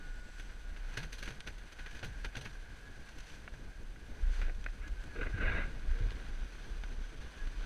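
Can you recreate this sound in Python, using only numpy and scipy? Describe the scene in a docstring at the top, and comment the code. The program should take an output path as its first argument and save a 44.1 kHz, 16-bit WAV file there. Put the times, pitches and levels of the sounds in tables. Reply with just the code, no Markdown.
"""Boots crunch over packed snow, its crust fracturing in grains, as a rider pulls a snow tube along.
The rider sits down and pushes off: the tube's skin judders by stick-slip friction, then the tube glides
with a grainy hiss. The pole that carries the camera knocks and shudders in its bending mode, wind
rumbles and a distant lift whines. The camera's case resonates near 1.6 kHz and colours every noise."""
import sys
import numpy as np
from scipy.fft import rfft, irfft, next_fast_len
from scipy.io import wavfile
from scipy.ndimage import map_coordinates

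SR = 44100
rng = np.random.default_rng(int(sys.argv[2]) if len(sys.argv) > 2 else 0)


def to_wav(sig):
    """Store sig (one row per channel, or 1-D mono) as 16-bit WAV at the path in sys.argv[1].

    Samples outside -1..1 are clipped; the rate is SR.
    """
    pcm = np.clip(np.atleast_2d(sig), -1, 1) * 32767
    pcm = np.round(pcm).astype(np.int16)
    wavfile.write(sys.argv[1], SR, pcm.T)  # frames by channels


N = 337665
TIME = np.arange(N) / SR
STEP_PRESS_S = 0.0068  # every step presses alike

# boot crunches: t/s, relative peak/dB, heel thud/dB, brightness/dB, rise/s
STEPS = [(0.393, -40, -8.5, -7, 0.0043), (0.49, -43.5, -14, -25, .007), (0.762, -41, -29, -14, .003),
         (0.84, -51, -19, -12, 0.011), (0.925, -45, -14, -8, .015), (0.97, -28.5, -3, -7.5, 0.0043),
         (0.998, -44, -8, -24, 0.0033), (1.024, -34.5, -25, -12, 0.0083), (1.12, -38, -25, -1, 0.011),
         (1.178, -43.5, -6, 1, 0.0075), (1.221, -34, -23, -6.5, 0.0085), (1.254, -42, -20, -8, .004),
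         (1.275, -34.5, -6, -18, .002), (1.284, -42, -26, -10, 0.0027), (1.3, -40.5, -3, -16, 0.0076),
         (1.463, -33.5, -7, -11, .013), (1.577, -46.5, -16, -4, .006), (1.719, -46, -19, -3, 0.0055),
         (1.782, -36.5, -24, -14, .011), (1.86, -36, -17, -20, 0.0026), (1.904, -46, -20, -16, 0.0026),
         (1.944, -43.5, -21, -7, 0.0081), (1.965, -46, -20, -8, 0.0067), (2.026, -34.5, 0.5, -17, 0.0045),
         (2.038, -42, -5, 1, .005), (2.244, -30, -13, -15, 0.0023), (2.349, -36.5, -5, -22, 0.0032),
         (2.363, -32.5, -6, -9, .005), (2.41, -51.5, 3, 6, .004), (2.443, -50, -7, 0, .005),
         (2.452, -34.5, -8, -22, 0.0047), (3.315, -48.5, 3, -7, .005), (3.533, -45, 3.5, -15, .003),
         (3.83, -68, 5, -20, .004), (3.9, -64, 10, -27, .004), (4.413, -32.5, -31, -25, 0.0023)]
# spectra ahead of the case: f/Hz, relative level/dB
CRUNCH_SPECTRUM = [(150, 2.5), (420, 0.5), (600, -5), (820, -4), (1150, -6.5), (1500, 1.5), (1900, 2.5),
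                   (2700, -1), (4000, -9.5), (6000, -21.5), (12000, -37)]  # coarse grains
CRYSTAL_SPECTRUM = [(1500, -13.5), (3000, 3), (4400, 1), (5400, -9), (6300, -6), (7100, -14), (8500, -10),
                    (10500, -12), (15000, -26)]  # loose snow crystals
LUMP_SPECTRUM = [(150, 11), (450, 0), (700, -4), (1100, -3), (1550, 1), (2000, -2.5), (2600, -7.5),
                 (3500, -4), (6000, -23), (14000, -40)]  # hard bits under the tube
RUMBLE_SPECTRUM = [(15, 6), (30, -9), (55, 2.5), (90, -7), (140, -12.5), (250, -14.5), (450, -21),
                   (900, -31), (3000, -58), (9000, -99)]  # low rumble of wind and tube


def boots(crunch_db=-10, crisp_db=-11, heel_db=-12, brush_db=-22, brush_s=0.038, tail_db=-15):
    """Brittle fracture: the sole brushes the snow, then breaks the crust in grains over a dull thud."""
    # heel impact: f/Hz, relative level/dB
    heel_spectrum = [(40, 13), (80, -17), (120, 3), (170, -2.5), (240, -6.5), (450, -1), (900, -9.5),
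                     (2000, -38), (8000, -79)]
    sink_s, tail_t60 = 0.0025, 0.066
    crush, trickle, heel = np.zeros((3, N))
    for s, db, thud_db, bright_db, rise in STEPS:
        hold = rise + STEP_PRESS_S / 2
        brush = amp(brush_db) * burst(s - brush_s, brush_s, brush_s, tail_t60 / 3)
        loose = np.maximum(brush, amp(tail_db) * burst(s, rise, hold, tail_t60))
        crush += amp(db) * np.maximum(burst(s, rise, hold, t60=0.077), loose)
        trickle += amp(db + bright_db) * np.maximum(burst(s, rise, hold, t60=0.1), loose)
        heel += amp(db + thud_db) * burst(s, sink_s, 2 * sink_s, t60=0.21)
    crumble = amp(1.5 * wobble(350))  # the crust gives way in small collapses
    crust = amp(crunch_db) * crush * crumble * grains(rate=2200, spread_db=2.5)
    crystals = amp(crisp_db) * trickle * crumble * grains(rate=6000, spread_db=2.5)
    thud = through_case(amp(heel_db) * heel * rng.standard_normal(N), heel_spectrum)
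    return through_case(crust, CRUNCH_SPECTRUM) + through_case(crystals, CRYSTAL_SPECTRUM) + thud


def crust_snaps(level_db=-7):
    """Sudden release of strain: a plate of ice breaks with one short, bright crack."""
    # breaks: t/s, relative peak/dB
    breaks = [(0.972, -26), (1.033, -36), (1.275, -37), (1.404, -27.5), (1.478, -35.5), (1.992, -38),
              (2.03, -35), (2.045, -41), (2.249, -30.5), (2.354, -32), (2.37, -34.5), (2.411, -36),
              (2.457, -35.5), (4.641, -36.5), (6.1053, -36)]
    # crack: f/Hz, relative level/dB
    spectrum = [(500, -11), (1500, 4.5), (2900, 9), (4500, 0.5), (7000, -12), (10000, -14), (15000, -46)]
    force = sum(amp(db) * burst(s, rise=0.0012, hold=0.00022, t60=0.019) for s, db in breaks)
    return amp(level_db) * through_case(force * rng.standard_normal(N), spectrum)


def footfalls(thud_hz=135.8, thud_rise_s=0.0032, packing_db=-10, grit_db=-23):
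    """Compaction: each step packs the snow with a low thud, and loose grit crackles on after it."""
    weight, scatter = np.zeros((2, N))
    for s, db, thud_db, bright_db, rise in STEPS:
        weight += amp(db + thud_db) * burst(s, thud_rise_s, 2 * thud_rise_s, t60=0.34)
        scatter += amp(db + bright_db / 2) * burst(s, rise, rise + STEP_PRESS_S, t60=0.2)
    thud = amp(packing_db) * weight * sine(thud_hz * np.exp(0.19 * wobble(60)))
    grit = amp(grit_db) * scatter * grains(rate=330, spread_db=-0.5)
    return thud + through_case(grit, CRYSTAL_SPECTRUM)


def skin_rub(slip_hz=622.6, scatter=0.24, wander=0.2, grit=0.43, echo_s=0.0009, rumble_db=-1):
    """Stick-slip friction: the loaded skin rasps unevenly, and the hollow tube groans and rumbles."""
    # short rubs: t/s, level/dB, length/s, relative groan/dB
    rubs = [(4.43, -56, .06, -22), (4.476, -52, 0.02, -3), (4.807, -54.5, 0.07, -27),
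            (5.151, -47, 0.022, -2), (5.18, -46, 0.017, 0), (5.208, -39, 0.012, -5),
            (5.225, -35, 0.0042, -20), (5.252, -44, 0.0054, -4), (5.262, -39.5, 0.006, -9),
            (5.29, -52, 0.012, -3), (5.337, -52.5, 0.046, -6), (5.42, -38.5, .004, -3),
            (5.573, -41, 0.0046, -14), (5.9, -61, 0.15, 1)]
    # long rub as the rider settles and shoves off: t/s, level/dB
    shove = [(5.385, -49.5), (5.42, -37), (5.445, -36), (5.52, -37.5), (5.545, -37), (5.58, -36.5),
             (5.62, -40), (5.65, -44), (5.675, -56)]
    # rasping skin and hollow interior: f/Hz, relative level/dB
    skin_spectrum = [(50, -6), (90, 17.5), (190, -0.5), (330, 4), (470, 3.5), (620, 1), (850, -12.5),
                     (1050, -6.5), (1400, -0.5), (1620, 4), (1780, -5), (2050, 5), (2400, -4.5), (2800, -5),
                     (3200, -20.5), (3750, -12), (5200, -46), (14000, -56)]
    groan_spectrum = [(150, -25), (280, -7), (400, -2), (490, 1.5), (600, -15.5), (750, -18), (1000, -42),
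                      (5000, -74)]
    pressure, hollow = np.zeros((2, N))
    for s, db, length, groan_db in rubs:
        # a longer rub builds and lets go more slowly
        stroke = amp(db) * burst(s, rise=0.0043 + 0.081 * length, hold=length, t60=0.064 + 0.57 * length)
        pressure = np.hypot(pressure, stroke)
        hollow = np.hypot(hollow, amp(groan_db) * stroke)
    pressure = np.hypot(pressure, swell(shove))
    cycles = np.cumsum(slip_hz * np.exp(scatter * wobble(900) + wander * wobble(60))) / SR
    slips = np.diff(np.floor(cycles), prepend=0) * amp(2 * rng.standard_normal(N))
    friction = unit(unit(slips - slips.mean()) + grit * rng.standard_normal(N))
    # the rubbed patch echoes between its edges; the delay shifts as it changes size
    delay = echo_s * np.exp(0.2 * wobble(25))
    friction = unit(friction + 0.35 * np.interp(TIME - delay, TIME, friction))
    judder = amp(wobble(130))
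    rasp = judder * through_case(pressure * friction, skin_spectrum)
    rumble = amp(rumble_db) * through_case(pressure * rng.standard_normal(N), RUMBLE_SPECTRUM)
    groan = through_case(hollow * rng.standard_normal(N), groan_spectrum)
    return rasp + rumble + groan


def tube_bumps(air_hz=94, thump_db=-3, flap_db=-10):
    """Cavity resonance: a bump rings the air in the tube for a few cycles and flaps its cover."""
    # tube against pole: t/s, relative peak/dB
    bumps = [(0.998, -47), (2.077, -40), (4.391, -38.5), (5.338, -27.5), (5.382, -28), (5.9, -50),
             (6.006, -25), (6.06, -26)]
    # flapping cover: f/Hz, relative level/dB
    spectrum = [(40, -7), (85, 12), (160, -5), (300, -9.5), (470, -17), (700, -49), (2000, -24.5),
                (8000, -67)]
    thumps, flaps = np.zeros((2, N))
    for s, db in bumps:
        air_mode = np.sin(2 * np.pi * air_hz * (TIME - s))
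        thumps += amp(db) * burst(s, rise=0.0045, hold=0, t60=0.13) * air_mode
        flaps += amp(db) * burst(s, rise=0.0038, hold=0, t60=0.079)
    return amp(thump_db) * thumps + amp(flap_db) * through_case(flaps * rng.standard_normal(N), spectrum)


def tube_slide(push_off_s=5.57, gather_s=0.95, scrape_db=-3, powder_db=-67, glide_db=-62):
    """Sliding friction on snow: a coarse scrape, a fine hiss, and a sheen as the tube gathers speed."""
    # drag while pulled along, halted, then gliding: t/s, relative level/dB
    drag_levels = [(0, -58), (.7, -60), (.95, -51.5), (1.1, -58.5), (1.95, -56), (2.6, -57.5), (3.4, -59),
                   (3.95, -65), (4.4, -51.5), (4.58, -61.5), (5.1, -56.5), (5.3, -53), (6.15, -55),
                   (6.9, -57.5), (7.66, -55.5)]
    # scrape, hiss and sheen: f/Hz, relative level/dB
    scrape_spectrum = [(150, 5.5), (400, -5.5), (800, 0), (1300, -1), (1700, 4), (2300, 0), (3200, -5.5),
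                       (4500, -13), (8000, -33.5)]
    powder_spectrum = [(1500, -21), (3000, 4.5), (4300, 2.5), (5400, -2.5), (6300, -7.5), (7100, -5.5),
                       (8500, -5.5), (10500, -11.5), (15000, -27.5)]
    glide_spectrum = [(150, 5), (380, 8.5), (700, -3.5), (1100, 2), (1600, -6), (3300, 0.5), (5000, -12),
                      (6200, -11), (7200, -25), (9000, -16), (15000, -45)]
    drag = swell(drag_levels)
    powder = unit(drag ** 0.25)  # grows by 1 dB for 4 dB of drag
    clumps = amp(1.08 * wobble(60))
    speed = np.clip((TIME - push_off_s) / gather_s, 0, 1)
    coarse = through_case(drag * clumps * grains(rate=2500, spread_db=1.5), scrape_spectrum)
    fine = through_case(powder * clumps * grains(rate=8000, spread_db=2.5), powder_spectrum)
    sheen = through_case(speed * clumps * grains(rate=8000, spread_db=2), glide_spectrum)
    return amp(scrape_db) * coarse + amp(powder_db) * fine + amp(glide_db) * sheen


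def pole_knocks(blow_db=12, chatter_db=-9):
    """Structure-borne sound: a hard blow and its brief chatter travel up the pole into the case."""
    # knocks on handle and pole: t/s, relative peak/dB
    knocks = [(2.028, -39.5), (2.461, -34), (3.478, -32), (3.96, -46), (4.417, -36), (4.497, -35.5),
              (4.663, -26.5), (4.686, -41)]
    # struck pole: f/Hz, relative level/dB
    spectrum = [(150, -19), (500, -7), (720, 2.5), (930, -11), (1200, -2), (1550, 3), (1950, 5.5),
                (2700, -5), (3300, -18), (4000, -16), (6000, -48), (14000, -41)]
    blows, chatter = np.zeros((2, N))
    for s, db in knocks:
        blows[round(s * SR)] = amp(db + blow_db)
        chatter += amp(db + chatter_db) * burst(s, rise=0.00049, hold=0.00026, t60=0.029)
    return through_case(blows + chatter * rng.standard_normal(N), spectrum)


def pole_shudder(sway_hz=32, wander=0.099, tremble_db=-1.5, flex_hz=54, flex_db=-12):
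    """Bending vibration: the pole trembles in its lowest mode; jolts swing it and flex its mount."""
    # jolts: t/s, peak/dB, length/s
    jolts = [(0.263, -44.5, 0.15), (0.59, -40, 0.34), (1.007, -41, 0.24), (1.768, -43, 0.16),
             (2.048, -43.5, 0.23), (4.198, -25, 0.11), (4.339, -28.5, 0.15), (4.5, -37.5, 0.22),
             (4.778, -33, 0.036), (4.873, -33, 0.058), (4.96, -34, 0.046), (5.152, -33, 0.092),
             (5.286, -36.5, 0.36), (5.746, -35.5, 0.13), (5.861, -24, 0.062), (5.986, -27, 0.085),
             (6.249, -34, .19), (6.675, -38, 0.2), (6.882, -36.5, 0.14), (7.396, -31.5, 0.076),
             (7.541, -32, 0.085)]
    # tremble in the hand: t/s, relative level/dB
    tremble = [(0, -40.5), (2.4, -45.5), (3.3, -44), (3.7, -42.5), (4.6, -48), (5.5, -37), (6.6, -42.5),
               (7.66, -47.5)]
    swing = np.zeros(N)
    for s, db, length in jolts:
        swing = np.hypot(swing, amp(db) * burst(s, rise=0.036, hold=length, t60=0.19))
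    sway = sine(sway_hz * np.exp(wander * wobble(14) + wander * wobble(50)))
    flex = amp(flex_db) * shiver(flex_hz, width_hz=18)
    return swing * (sway + flex) + amp(tremble_db) * swell(tremble) * shiver(sway_hz, width_hz=18)


def lump_ticks(level_db=-4):
    """Brief impact: a hard lump of snow passing under the tube gives a light, dry tick."""
    # lumps: t/s, relative peak/dB
    lumps = [(5.815, -52), (5.912, -44), (6.117, -38), (6.123, -49), (6.199, -43), (6.215, -45),
             (6.264, -45), (6.333, -45), (6.643, -47), (6.836, -35.5), (7.471, -37.5)]
    force = sum(amp(db) * burst(s, rise=0.00073, hold=0.0016, t60=0.022) for s, db in lumps)
    return amp(level_db) * through_case(force * grains(rate=9000, spread_db=-3), LUMP_SPECTRUM)


def ice_pellets(level_db=-2, clump_db=3):
    """Shot noise: loose pellets of ice scrape and tick in clumps under the gliding tube."""
    # pellets after the push-off: t/s, relative level/dB
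    levels = [(5.7, -75), (5.95, -56), (6.25, -60), (6.45, -64), (7.1, -65), (7.66, -55.5)]
    pellets = grains(rate=450, spread_db=2.5)
    clumps = amp(level_db + clump_db * wobble(40))
    return through_case(clumps * swell(levels) * pellets, LUMP_SPECTRUM)


def seat_scrape(clump_db=3):
    """Roughness noise: the rider's stiff suit catches on the cover's weave in coarse grains."""
    # sitting down: t/s, level/dB
    levels = [(4.27, -70), (4.37, -60), (4.44, -55), (4.49, -62), (4.53, -72)]
    clumps = amp(clump_db * wobble(110))
    return through_case(clumps * swell(levels) * grains(rate=900, spread_db=2), CRUNCH_SPECTRUM)


def snow_suit(flicker_db=3.5, tick_db=-4):
    """Friction and buckling: cloth swishes in fine grains, and stiff folds flip with a crisp tick."""
    # swishes: t/s, length/s, level/dB
    swishes = [(0.153, 0.44, -66), (.84, 0.15, -66), (1.102, 0.33, -66), (1.878, 0.14, -63),
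               (2.503, 0.078, -65), (3.038, 0.21, -64.5), (3.218, 0.19, -60.5), (4.295, 0.15, -58.5)]
    # flipping folds: t/s, relative peak/dB
    crinkles = [(3.085, -54), (3.181, -52.5), (3.198, -50), (4.544, -55.5), (4.874, -50), (5.034, -50.5)]
    # cloth: f/Hz, relative level/dB
    spectrum = [(1000, 3.5), (3000, 10.5), (5000, 2), (6300, -1.5), (7700, -2.5), (8800, -6), (11000, -10),
                (15000, -23)]
    motion = sum(amp(db) * np.sin(np.pi * np.clip((TIME - s) / length, 0, 1))
                 for s, length, db in swishes)
    folds = sum(amp(db + tick_db) * burst(s, rise=0.004, hold=0.008, t60=0.025) for s, db in crinkles)
    force = motion * amp(flicker_db * wobble(90)) + folds
    return through_case(force * grains(rate=5000, spread_db=2), spectrum)


def wind(buffet_db=1, puff_db=2, air_db=-61):
    """Turbulence: fluttering puffs buffet the case over the steady rush of the open hill."""
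    # wind on the case: t/s, relative level/dB
    levels = [(0, -54), (1.3, -52), (1.7, -52.5), (2.5, -51.5), (3.4, -49.5), (3.7, -51.5), (4.35, -48),
              (4.7, -53), (5.3, -47), (6.6, -51.5), (7.66, -49.5)]
    # open air: f/Hz, relative level/dB
    air_spectrum = [(100, 10), (200, 1), (400, 0), (700, -1.5), (1200, -5), (2000, -3.5), (3500, -12),
                    (5500, -25), (7000, -23.5), (9000, -21), (12000, -25.5), (15000, -31)]
    flutter = 1 + 0.55 * np.tanh(1.5 * wobble(28))
    puffs = amp(puff_db * np.tanh(wobble(9)))
    eddies = unit(flutter * puffs * rng.standard_normal(N))
    buffet = amp(buffet_db) * through_case(swell(levels) * eddies, RUMBLE_SPECTRUM)
    rush = amp(air_db + wobble(5.4)) * through_case(rng.standard_normal(N), air_spectrum)
    return buffet + rush


def squeaks(level_db=2, waver=0.0028):
    """Frequency modulation: faint, short tones glide and waver near the case's 1.6 kHz resonance."""
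    # squeaks: t/s, length/s, start f/Hz, end f/Hz, relative level/dB
    glides = [(1.768, 0.16, 1460, 1500, -58), (1.936, 0.13, 1707, 1670, -62),
              (2.825, 0.15, 1670, 1690, -63), (4.828, 0.06, 1660, 1694, -54.5),
              (4.954, 0.071, 1518, 1580, -56), (5.075, 0.092, 1734, 1630, -58),
              (5.325, 0.037, 1564, 1645, -47), (7.37, 0.094, 1690, 1645, -54.5)]
    out = np.zeros(N)
    unsteady = 1 + waver * wobble(80)
    for s, length, start_hz, end_hz, db in glides:
        span = slice(int(s * SR), int((s + length) * SR))
        progress = (TIME[span] - s) / length
        pitch = (start_hz + progress * (end_hz - start_hz)) * unsteady[span]
        out[span] += amp(db) * np.sin(np.pi * progress) * sine(pitch)
    return amp(level_db) * out


def lift_whine(early_db=1):
    """Tonal machine noise: the distant lift sings on one set of partials, later on a higher pair."""
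    # the two whines: t/s, relative level/dB
    early = [(0, -60.5), (.3, -62.5), (.5, -70), (.9, -71)]
    late = [(1.9, -55.5), (2.5, -59.5), (3.05, -58), (3.3, -79), (3.75, -57)]
    # their partials: f/Hz, relative level/dB, glide/(Hz/s)
    early_partials = [(1173, -18, -13), (1350, -23, -13), (1462, 3.5, -15), (1760, -8, -17.5),
                      (2153, -17, -16)]
    late_partials = [(1580, -7.5, -3), (1687, -7.5, -22)]
    first = amp(early_db) * tones(early, early_partials, waver=0.00087)
    return first + tones(late, late_partials, waver=0.0013)


def thin_hiss():
    """Narrow-band noise: a faint hiss near 7.7 kHz swells and fades at the start."""
    # swell: t/s, level/dB
    levels = [(0, -84), (.3, -76), (.58, -83)]
    # band: f/Hz, relative level/dB
    spectrum = [(6500, -37), (7400, -11), (7700, 10), (8050, -7), (9000, -16), (14000, -45)]
    return through_case(swell(levels) * rng.standard_normal(N), spectrum)


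def through_case(x, spectrum):
    """Source and filter: a spectrum and the case's resonances colour x; white noise keeps its power."""
    # case resonances: f/Hz, width/Hz, level/dB relative to the direct sound
    modes = [(461, 56, -4.5), (1505, 212, 4.5), (1632, 81, 4), (2235, 79, -4), (2477, 85, 0),
             (2870, 35, -13), (2900, 24, -3), (4246, 91, -0.5), (4737, 150, 1), (6125, 710, 6.5)]
    m = 2 * next_fast_len(N // 2 + SR // 4)
    f = np.fft.rfftfreq(m, 1 / SR)
    hz, db = np.transpose(spectrum)
    colour = amp(np.interp(np.log(f + 1), np.log(hz), db))
    ring = 1 + sum(2 * amp(level) ** 2 / (1 + (2 * (f - centre) / width) ** 2) ** 2
                   for centre, width, level in modes)
    gain = unit(colour * np.sqrt(ring))
    # minimum phase: the ringing follows its cause
    cepstrum = irfft(np.log(gain + 1e-6))
    cepstrum[1:m // 2] *= 2
    cepstrum[m // 2 + 1:] = 0
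    return irfft(rfft(x, m) * np.exp(rfft(cepstrum)), m)[:N]


def grains(rate, spread_db):
    """A Poisson process: on average rate clicks a second, of uneven size, rms 1."""
    snaps = rng.random(N) < rate / SR
    size = amp(spread_db * np.minimum(rng.exponential(size=N), 4))
    return unit(snaps * size * rng.choice([-1, 1], N))


def burst(s, rise, hold, t60):
    """Contact force from time s: a linear rise, then exponential decay from s + hold; all in seconds."""
    force = np.zeros(N)
    span = slice(int(s * SR), int((s + abs(hold) + 2 * t60) * SR))
    t = TIME[span] - s
    force[span] = np.clip(t / rise, 0, 1) * amp(-60 * np.maximum(t - hold, 0) / t60)
    return force


def tones(levels, partials, waver):
    """Common modulation: thin partials waver together and slowly sag in pitch."""
    age = TIME - levels[0][0]
    unsteady = 1 + waver * wobble(14)
    return swell(levels) * sum(amp(db + 0.66 * wobble(21)) * sine((hz + glide * age) * unsteady)
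                               for hz, db, glide in partials)


def shiver(hz, width_hz):
    """Random excitation of one mode: it swells, stalls and drifts in phase."""
    phase = 2 * np.pi * hz * TIME
    return (wobble(width_hz) * np.sin(phase) + wobble(width_hz) * np.cos(phase)) / np.sqrt(2)


def sine(hz):
    """A tone whose phase is the integral of its frequency."""
    return np.sin(2 * np.pi * np.cumsum(hz) / SR)


def wobble(rate):
    """A smooth random curve, rate knots a second."""
    coarse = TIME[::16]
    knots = rng.standard_normal(int(N * rate / SR) + 4)
    return np.interp(TIME, coarse, map_coordinates(knots, [coarse * rate]))


def swell(rows):
    """An envelope from rows of t/s, level/dB, fading to silence outside them."""
    s, db = np.transpose(rows)
    fade = np.interp(TIME, [s[0] - .05, s[0], s[-1], s[-1] + .05], [0, 1, 1, 0])
    return fade * amp(np.interp(TIME, s, db))


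def amp(db):
    """Decibels to gain."""
    return 10 ** (np.asarray(db) / 20)


def unit(x):
    """Scale to rms 1."""
    return x / np.sqrt(np.mean(x ** 2) + 1e-20)


def scene():
    """Superposition: all sources add at the one microphone."""
    walking = boots() + crust_snaps() + footfalls()
    impacts = pole_knocks() + lump_ticks() + tube_bumps()
    friction = seat_scrape() + skin_rub() + tube_slide() + ice_pellets() + snow_suit()
    background = thin_hiss() + pole_shudder() + wind() + lift_whine() + squeaks()
    return (walking + impacts + friction + background)[None]


def record(dry):
    """Band limiting: the camera keeps nothing above its top frequency."""
    top_hz = 15100
    m = next_fast_len(N + SR // 4)
    passband = np.fft.rfftfreq(m, 1 / SR) < top_hz
    return irfft(rfft(dry, m) * passband, m)[:, :N]


dry = scene()
out = record(dry)
to_wav(out)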